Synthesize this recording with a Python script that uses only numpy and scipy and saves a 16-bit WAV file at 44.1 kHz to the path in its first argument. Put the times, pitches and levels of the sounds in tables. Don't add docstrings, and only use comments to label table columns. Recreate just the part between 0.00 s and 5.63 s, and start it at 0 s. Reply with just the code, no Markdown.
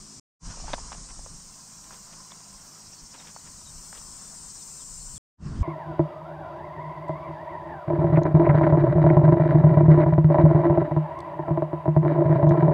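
import sys
import numpy as np
from scipy import signal
from scipy.io import wavfile
from scipy.ndimage import uniform_filter1d

SR = 44100
rng = np.random.default_rng(int(sys.argv[2]) if len(sys.argv) > 2 else 0)


def elevation(decibels):
    levels = np.asarray(decibels, float)
    return 10 ** (levels / 20)


def master_out(mix):
    frames = np.transpose(np.atleast_2d(mix))
    ceiling = np.clip(frames, -1, 1)
    pcm = np.round(ceiling * 32767).astype(np.int16)
    wavfile.write(sys.argv[1], SR, pcm)


N = 248283
T = np.arange(N) / SR

# start_s, end_s, fade_in_s, fade_out_s
STRETCHES = [
    (0, .198, .001, .0015),
    (.392, 5.181, .065, .0015),
    (5.372, 5.63, .085, .006),
]

# spectra are pitch_hz, level_db (per Hz)
ROAD_SPECTRUM = [(250, -32.5), (450, -12), (700, -5), (880, -6), (1010, 1.5), (1150, -4), (1400, -7),
                 (1900, -13.5), (2600, -37.5)]
LEAF_SPECTRUM = [(1200, -35), (2000, -1), (2900, 0), (4000, -2), (5000, 4), (8500, -5), (10000, -36)]
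RUMBLE_SPECTRUM = [(90, -30), (140, -4.5), (200, 1.5), (280, -7), (420, -12), (650, -19)]
# multiple_of_hum, level_db
MOTOR_PARTIALS = [(2, -65), (3, -59.5), (4, -68.5), (5, -73), (6, -76.5), (7, -80.5), (8, -83.5)]
MOTOR_HZ = 53.05
MOTOR_HUM_DB = [-5.5, -2, 7.5]
# motor_and_rumble_db, upper_partials_db, road_db, leaves_db
DISTANT_LEVELS = [(-0.5, 15.5, -62, -66), (-2, 3.5, -61, -67), (7.5, 6.5, -51.5, -64.5)]
# peak_s, half_length_s, lift_db
CARS = [
    (2.3, 0.54, 3),
    (4.15, 0.38, 3.5),
]
STIR_S, STIR_HALF_S = 0.59, 0.49
STIR_LOW_DB, STIR_MOTOR_DB, STIR_ROAD_DB, STIR_LEAVES_DB = 4.5, 7.5, 8.5, 5.5

# spectra are pitch_hz, level_db (per Hz)
THUMP_SPECTRUM = [(15, -3.5), (27, -3), (42, -5), (58, -12.5), (80, -29.5), (110, -44.5)]
FLUTTER_SPECTRUM = [(45, -40), (62, 0.5), (100, -6), (140, -2.5), (230, -11.5), (400, -27.5), (700, -36)]
# peak_s, half_length_s, thump_db, flutter_db (against the thump)
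GUSTS = [(.0, 0.048, -53.5, 2.5), (0.187, .04, -64.5, 7.5), (0.429, 0.012, -44, 4.5),
         (0.49, 0.048, -37, -10.5), (0.68, 0.087, -36, -12.5), (0.853, .1, -46, -8.5),
         (0.984, 0.05, -39.5, -7.5), (1.17, 0.078, -45, -8), (1.333, 0.079, -46.5, -5),
         (1.5, .06, -56, -16), (1.927, 0.18, -58.5, -18), (2.196, 0.041, -65, -8), (2.365, .04, -77, -1),
         (2.587, 0.075, -57.5, -12), (2.883, 0.044, -64, -4), (3.038, 0.019, -51.5, -6),
         (3.208, 0.09, -63, -1), (3.53, 0.15, -60, 1), (3.768, 0.063, -49, -11.5),
         (4.05, 0.19, -55.5, -5.5), (4.463, 0.15, -58.5, -2.5), (4.7, 0.026, -61, -20),
         (4.966, 0.07, -52, -12.5), (5.12, 0.3, -49.5, -9.5), (5.46, 0.19, -46, 7.5),
         (5.567, 0.069, -43.5, 0.5), (5.62, 0.042, -39, 4)]
CALM_THUMP_DB, CALM_FLUTTER_DB = -73, -70

# start_s, length_s, start_hz, end_hz, level_db
CHIRPS = [(2.94, .065, 4600, 4240, -62), (3.382, .024, 4400, 3930, -65), (3.57, 0.024, 4200, 3750, -65),
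          (3.648, 0.027, 4200, 3600, -60.5), (3.827, 0.04, 4550, 4250, -63), (4.127, 0.2, 3530, 3570, -74),
          (4.39, .11, 3600, 3720, -75), (4.58, 0.055, 4040, 3470, -67), (4.768, 0.062, 4080, 3340, -67),
          (5.0, 0.035, 4450, 4260, -59.5), (5.138, .022, 4480, 4300, -61),
          (5.157, 0.026, 3790, 3120, -64.5)]
# start_s, length_s, start_hz, middle_hz, end_hz
BENT_NOTES = [
    (3.174, .032, 4450, 3850, 3740),
    (3.337, .048, 5050, 4440, 4800),
    (3.67, .034, 3650, 3850, 3620),
]
BENT_DB = -60
HALFWAY_FALL = 0.46

# start_s, peak_db, ring_hz, tick_db (against the ring)
STONES = [(0.497, -53, 1080, -30), (0.571, -40, 649, -26), (0.599, -36, 735, -25), (.503, -42, 1100, -20),
          (.508, -42, 1550, -15), (.521, -42, 1150, -20), (.672, -42, 1300, -12), (0.69, -36, 980, -19),
          (.7015, -32, 720, -18), (.788, -36, 850, -20), (.882, -48, 1150, -20), (.9255, -39, 1150, -10),
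          (.928, -33, 1310, -14), (.9325, -41, 1000, -12), (.956, -46, 1200, -15), (1.104, -44, 1700, -15),
          (1.163, -43, 980, -30), (1.268, -42, 900, -20), (0.808, -48, 988, -15.5), (0.923, -44, 850, -16),
          (0.949, -37, 930, -40), (1.087, -44, 1240, -13), (1.098, -55, 1180, -14), (1.191, -37, 740, -22),
          (1.2605, -35, 1040, -36), (1.2615, -39, 543, -40), (1.841, -48, 1250, -2),
          (1.907, -35.5, 1300, -25), (1.9095, -43, 850, -30), (1.914, -48, 1750, -20),
          (2.132, -48, 1400, -8), (2.154, -52, 990, -20), (2.305, -47, 1300, -15), (2.404, -52, 2400, -5),
          (3.179, -44, 780, -20), (3.614, -43.5, 1040, -15), (2.1275, -49, 2700, -6),
          (2.545, -45, 840, -18), (2.932, -49, 2600, -20), (3.151, -40, 960, -16), (3.251, -45, 856, -13),
          (3.271, -48, 1700, 5), (3.2715, -54, 3400, -20), (3.362, -31, 900, -40), (3.469, -52, 710, -10),
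          (3.927, -34, 1520, -40), (3.928, -39, 850, -30), (3.9315, -41, 950, -14), (3.96, -44, 1120, -15),
          (3.974, -45, 500, 1), (3.981, -42, 1100, -8), (4.014, -41, 1030, -21.5)]
# start_s, peak_db, ring_hz, tick_db,
# t60_s
KNOCKS = [(0.7322, -21, 866, -4, 0.0053), (.7357, -23.5, 1300, -19, 0.0041), (.734, -29, 230, -39.5, 0.022),
          (3.368, -43.5, 1400, -30, 0.0064), (2.137, -52, 2600, -10, .005), (0.7373, -16, 770, -12, 0.006),
          (.7335, -30, 540, -40, .015), (0.7432, -35.5, 1600, -14, 0.008), (.6795, -38.5, 870, -12, .035),
          (0.64, -44.5, 710, -30, 0.037), (.7805, -37, 910, -21, 0.015), (.7372, -40, 708, -41, .03),
          (.7372, -40, 980, -40, .025), (.748, -44, 800, -12, .008), (0.9179, -26.5, 980, -20, 0.0054),
          (2.3185, -40.5, 990, -9, 0.0093), (2.317, -46.5, 3550, -30, 0.013), (5.6085, -20, 70, -60, 0.13),
          (5.598, -25, 88, -60, 0.088), (5.577, -27, 34, -62, 0.14)]
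# start_s, length_s, level_db
SCUFFS = [(0.489, 0.039, -48.5), (0.652, 0.1, -45), (0.729, 0.02, -38), (0.916, 0.024, -44.5),
          (0.942, 0.012, -46.5), (1.085, 0.033, -52), (1.904, 0.071, -52.5), (2.114, 0.041, -53.5),
          (2.298, 0.051, -53.5), (3.128, 0.047, -50.5), (3.165, 0.08, -51.5), (3.241, 0.081, -50.5),
          (3.438, 0.065, -55), (3.93, 0.072, -50.5)]
RING_CYCLES = 5.56

# spectra are pitch_hz, level_db (per Hz)
LOW_SPECTRUM = [(3800, -16.5), (4700, -9), (5000, -5), (5800, -1.5), (6600, -2.5), (7200, -4), (8200, -26),
                (10500, -31), (12400, -39.5), (13200, -59), (15700, -62)]
HIGH_SPECTRUM = [(5800, -28.5), (6700, -3), (7400, 2), (8500, 3.5), (9300, -6.5), (10200, -21),
                 (11000, -25.5)]
OVERTONE_SPECTRUM = [(10300, -29), (11500, -13.5), (12300, -12.5), (13500, -7), (15000, -11.5),
                     (15700, -10)]
# low_singers_db, high_singers_db, overtone_singers_db
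CHOIR_LEVELS = [(-51, -52, -77), (-51.5, -52, -71), (-66, -61.5, -125)]
# time_s, lift_db
FACING = [(0, 0.5), (.5, 0.5), (1.1, 3.5), (1.45, 1), (3.2, -1), (3.6, 3.5), (3.9, 5.5), (5.2, 8),
          (5.3, -3.5)]
FACING_TOP, FACING_LOW = 0.42, 0.18
# time_s, pitch_hz, level_db (against the high choir)
LATE_SINGER = [(0, 7250, -23), (3, 7320, -34), (3.6, 7340, -22), (4.3, 7520, -9), (4.7, 7350, -6.5),
               (5.18, 7420, -2.5), (5.3, 7750, -19)]
# pitch_hz, width_hz, level_db
RIBS = [(4920, 90, -64), (5325, 100, -60), (5715, 120, -60), (6120, 120, -66)]
# time_s, throb_count
THROB_COUNT = [(.6, 3.78), (1.95, 25.51), (2.1, 27.67), (3.45, 49.23), (3.9, 57.26), (5.1, 76.63)]
# peak_s, half_length_s, depth_0_to_1
PHRASES = [(.85, .15, 0.2), (1.28, 0.072, 0.25), (1.65, 0.1, 0.16), (2.55, .1, 0.33), (3.0, 0.18, 0.54),
           (3.98, 0.12, 0.35), (4.55, 0.14, 0.46), (5.1, 0.22, 0.1)]
# offset_in_click_rates, level_db
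SHRILL_LINES = [(-4, -10), (-3, -6), (-2, -9), (-1, -9), (0, 0), (1, -1), (2, -6), (3, -9)]
CLICK_HZ, SHRILL_HZ = 396.5, 14176
# peak_s, half_length_s, effort_0_to_1
BUZZER_SWELLS = [(1.65, .1, 0.2), (1.95, .13, 0.77), (2.72, .15, .8), (3.3, .12, .25), (3.88, .12, 0.7),
                 (4.7, 0.1, 0.8), (5.1, .1, 0.2)]
REST_THROB, REST_BUZZ, SWELL_BUZZ, SWELL_DB = .08, .3, .8, 4.5
SCREEN_DB = -17.5

START_WIDTHS = [(.56, .005, .005), (.78, .005, .01), (0.931, .005, .1)]
# start_s, end_s, final_width_0_to_1, ease_in_power
OPENINGS = [(0.7, 4.7, 0.87, 2.3), (2.71, 4.04, 0.98, 1.1), (1.05, 1.33, 1, 1.0)]
# peak_s, half_length_s, width_0_to_1
LULLS = [(.46, .025, 0.06), (.6, 0.022, 0.08), (1.1, 0.077, 0.24), (1.49, 0.037, 0.17), (1.75, 0.094, 0.07),
         (2.4, 0.031, .1)]
LULL_SHARES = [1, 0.78, .3]


def evened(x):
    return x / np.sqrt(np.mean(x ** 2) + 1e-20)


def columns(rows):
    s, *cols = np.transpose(rows)
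    return [np.interp(T, s, c) for c in cols]


def add(mix, s, sound):
    part = mix[round(s * SR):][:len(sound)]
    part += sound[:len(part)]


def by_stretch(values):
    return np.asarray(values)[np.searchsorted([.3, 5.28], T)]


def bumps(rows):
    return sum(height * np.exp(-((T - s) / half) ** 2) for s, half, height in rows)


def ramp(start, end):
    return np.clip((T - start) / (end - start), 0, 1) * by_stretch([0, 1, 0])


def stirring():
    return bumps([(STIR_S, STIR_HALF_S, 1)]) * by_stretch([0, 1, 0])


def wander(hz):
    return evened(signal.lfilter(*signal.butter(2, hz / (SR / 2)), rng.standard_normal(N)))


def resonate(x, hz, width):
    turn = np.exp(2j * np.pi * np.cumsum(hz * np.ones(len(x))) / SR)
    r = np.exp(-np.pi * width / SR)
    return 2 * (turn * signal.lfilter([1 - r], [1, -r], x / turn)).real


def ringing_noise(hz, width):
    return evened(resonate(resonate(rng.standard_normal(N), hz, width), hz, width))


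def cloud(spectrum, band, same, pan_db, patchy_db, size=1024):
    frames, hz = 2 * N // size + 3, np.fft.rfftfreq(size, 1 / SR)
    a, b, c, d, patches = rng.standard_normal((frames, len(hz), 5), dtype=np.float32).T
    patches = uniform_filter1d(uniform_filter1d(patches, size=3, axis=0), size=5, axis=1)
    f, db = np.transpose(spectrum)
    curve_db = np.interp(np.log(hz + 1), np.log(f), db, left=-90, right=-90)[:, None]
    shape = elevation(curve_db + patchy_db * evened(patches))
    same = np.clip(same, -1, 1)
    left = a + 1j * b
    right = same * left + np.sqrt(1 - same ** 2) * (c + 1j * d)
    z = np.array([left * elevation(pan_db / 2), right / elevation(pan_db / 2)]) * shape
    power = abs(z.mean(0)) ** 2
    out = signal.istft(z, window="cosine", nperseg=size, noverlap=size // 2)[1][:, :N]
    inside = power[(hz >= band[0]) & (hz < band[1])].sum() / power.sum()
    return out / np.sqrt(np.mean(out.mean(0) ** 2) * inside)


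def road_wash():
    level_db = by_stretch(DISTANT_LEVELS)[:, 2] + STIR_ROAD_DB * stirring() + bumps(CARS)
    wash = cloud(ROAD_SPECTRUM, (600, 1500), same=0.78, pan_db=6.0, patchy_db=1.5)
    return elevation(level_db + 1.0 * wander(13.0)) * wash


def leaf_rustle():
    level_db = by_stretch(DISTANT_LEVELS)[:, 3] + STIR_LEAVES_DB * stirring()
    return elevation(level_db) * cloud(LEAF_SPECTRUM, (1800, 3600), same=0.76, pan_db=1.0, patchy_db=2.5)


def far_motor():
    motor_db, bright_db, _, _ = by_stretch(DISTANT_LEVELS).T
    turns = np.cumsum(MOTOR_HZ * (1 + 0.00299 * wander(1.76))) / SR
    hum = np.zeros(N)
    for k, db in MOTOR_PARTIALS:
        level = elevation(db + bright_db * (k > 3) + 1.8 * wander(5.4))
        hum += level * np.sqrt(2) * np.sin(2 * np.pi * (k * turns + rng.random()))
    rumble = cloud(RUMBLE_SPECTRUM, (135, 400), same=0.82, pan_db=3.0, patchy_db=3.5, size=4096)
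    motor = elevation(by_stretch(MOTOR_HUM_DB)) * hum + elevation(-60.5) * rumble
    return elevation(motor_db + STIR_MOTOR_DB * stirring()) * motor


def wind():
    thump = elevation(CALM_THUMP_DB) + bumps([(s, half, elevation(db)) for s, half, db, _ in GUSTS])
    flutter = elevation(CALM_FLUTTER_DB) + bumps([(s, half, elevation(db + rel)) for s, half, db, rel in GUSTS])
    flutter = flutter * elevation(-2.0 + 1.7 * wander(34.0))
    deep = cloud(THUMP_SPECTRUM, (20, 60), same=.7, pan_db=1.3, patchy_db=.5, size=4096)
    rough = cloud(FLUTTER_SPECTRUM, (60, 135), same=0.96, pan_db=0.0, patchy_db=2.0, size=4096)
    return thump * deep + flutter * rough


def bird():
    out, quaver = np.zeros(N), 1 + .009 * wander(200.0)
    notes = [(s, length, a, a + HALFWAY_FALL * (b - a), b, db) for s, length, a, b, db in CHIRPS]
    notes += [(*row, BENT_DB) for row in BENT_NOTES]
    for s, length, *bend, db in notes:
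        u = np.arange(0, 1, 1 / (length * SR))
        hz = np.polyval(np.polyfit([0, .5, 1], bend, deg=2), u)
        hz = hz * np.resize(quaver[round(s * SR):], len(u))
        whistle = np.sin(2 * np.pi * np.cumsum(hz) / SR) * signal.windows.tukey(len(u), .35)
        add(out, s, elevation(db + 7.0) * whistle)
    out *= elevation(2.8 * wander(160.0) - 2.5)
    near_echo = elevation(-15) * np.roll(out, round(.007 * SR))
    far_echo = elevation(-18) * np.roll(out, round(.019 * SR))
    return (out + near_echo + far_echo) * elevation([[1.5], [-1.5]])


def stone_knocks():
    out, t = np.zeros(N), np.arange(2500) / SR
    hits = [(*row, RING_CYCLES / row[2]) for row in STONES] + KNOCKS
    detuned = t * rng.uniform(.88, 1.15, (len(hits), 4, 1))
    for (s, db, hz, tick_db, t60), u in zip(hits, detuned):
        fade = elevation(-60 * t / max(t60, .004)) * (1 - np.exp(-t * hz / 0.31)) ** 2
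        ring = np.sin(2 * np.pi * hz * t)
        ring += 0.15 * np.sin(2 * np.pi * 1.9 * hz * t)
        ring += 0.065 * np.sin(2 * np.pi * 0.76 * hz * t)
        tick = np.sin(2 * np.pi * 3500 * u[0]) + 0.5 * np.sin(2 * np.pi * 2600 * u[1])
        tick += .5 * np.sin(2 * np.pi * 1900 * u[2]) + 0.62 * np.sin(2 * np.pi * 4200 * u[3])
        tick *= elevation(tick_db - 60 * t / 0.0055) * (1 - np.exp(-t / 0.00026))
        add(out, s + 0.001007, elevation(db + 9.5) * (fade * ring + tick))
    return out


def grit_scuffs():
    snaps = elevation(2.4 * np.minimum(rng.exponential(1, N), 3)) * (rng.random(N) < 4000 / SR)
    grit = rng.standard_normal(N) * (0.12 + snaps)
    grit = evened(resonate(grit, 940, 1700) + 0.22 * resonate(grit, 3200, 1900))
    return grit * sum(elevation(db) * np.exp(-2 * ((T - s - length / 2) / (length / 2)) ** 2)
                      for s, length, db in SCUFFS)


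def gravel():
    dulled = signal.lfilter(*signal.butter(4, 4400 / (SR / 2)), stone_knocks() + grit_scuffs())
    return dulled * elevation([[.7], [-.7]])


def low_choir(level_db, throb, beat):
    ribs = sum(elevation(db) * ringing_noise(hz, width) for hz, width, db in RIBS)
    choir = cloud(LOW_SPECTRUM, (4500, 6700), same=0.78, pan_db=1.5, patchy_db=2.5)
    choir = choir * np.sqrt(1 + 0.8 * throb * beat)
    near = elevation(50) * ribs * (.55 + 3.2 * throb * ((1 + beat) / 2) ** 3)
    return elevation(level_db - .6) * (choir + near)


def high_choir(level_db):
    late_hz, late_db = columns(LATE_SINGER)
    late = ringing_noise(late_hz, 600) * elevation(late_db + [[3.5], [-3.5]])
    choir = cloud(HIGH_SPECTRUM, (6700, 9500), same=0.9, pan_db=6.0, patchy_db=1.2)
    return elevation(level_db - 0.93) * (choir + late)


def overtone_choir(level_db, throb, beat, swell):
    buzz = REST_BUZZ + SWELL_BUZZ * swell
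    turns = np.cumsum(430 * (1 + .004 * wander(3.0))) / SR
    fast = 1 + buzz * (.3 * np.cos(2 * np.pi * turns) + .25 * np.cos(np.pi * turns))
    choir = cloud(OVERTONE_SPECTRUM, (12500, 15600), same=.45, pan_db=8.5, patchy_db=2.0)
    choir = choir * fast * (1 - .25 * throb * beat)
    time = np.cumsum(1 + .0003 * wander(8.0)) / SR
    comb = sum(elevation(db) * np.sin(2 * np.pi * ((SHRILL_HZ + k * CLICK_HZ) * time + rng.random()))
               for k, db in SHRILL_LINES)
    shrill = evened(comb) * throb * np.clip(.6 - 1.5 * beat, 0, 1) * elevation([[5.5], [-9.5]])
    return elevation(level_db) * (choir + shrill)


def cicadas():
    low_db, high_db, top_db = by_stretch(CHOIR_LEVELS).T
    (throb_count,), (facing,) = columns(THROB_COUNT), columns(FACING)
    swell = bumps(BUZZER_SWELLS)
    throb = np.clip(REST_THROB + bumps(PHRASES), 0, .9)
    beat = np.cos(2 * np.pi * throb_count)
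    low_db = low_db + STIR_LOW_DB * stirring() + FACING_LOW * facing
    screen = by_stretch([0, 1, 0]) - ramp(.9, 1.45)
    top_db = top_db + FACING_TOP * facing + SWELL_DB * swell + SCREEN_DB * screen
    low, high = low_choir(low_db, throb, beat), high_choir(high_db + facing)
    return low + high + overtone_choir(top_db, throb, beat, swell)


def scene():
    distance = road_wash() + leaf_rustle() + far_motor()
    return distance + wind() + bird() + gravel() + cicadas()


def low_pass(x):
    return signal.sosfilt(signal.butter(12, 15690, fs=SR, output="sos"), x)


def record(dry):
    mid, side = (dry[0] + dry[1]) / 2, (dry[0] - dry[1]) / 2
    low = signal.oaconvolve(side, signal.firwin(255, 2200, fs=SR), "same")
    below_top = signal.oaconvolve(side, signal.firwin(255, 11600, fs=SR), "same")
    bands = (low, below_top - low, side - below_top)
    lulls, side = bumps(LULLS), np.zeros(N)
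    for band, shut, opening, share in zip(bands, START_WIDTHS, OPENINGS, LULL_SHARES):
        start, end, full, power = opening
        width = by_stretch(shut) + (full - shut[1]) * ramp(start, end) ** power + share * lulls
        side += np.clip(width, 0, 1.2) * band
    gate = sum(np.clip((T - start) / fade_in, 0, 1) ** 2.0 * np.clip((end - T) / fade_out, 0, 1)
               for start, end, fade_in, fade_out in STRETCHES)
    return low_pass(np.array([mid + side, mid - side]) * gate)


dry = scene()
out = record(dry)
master_out(out)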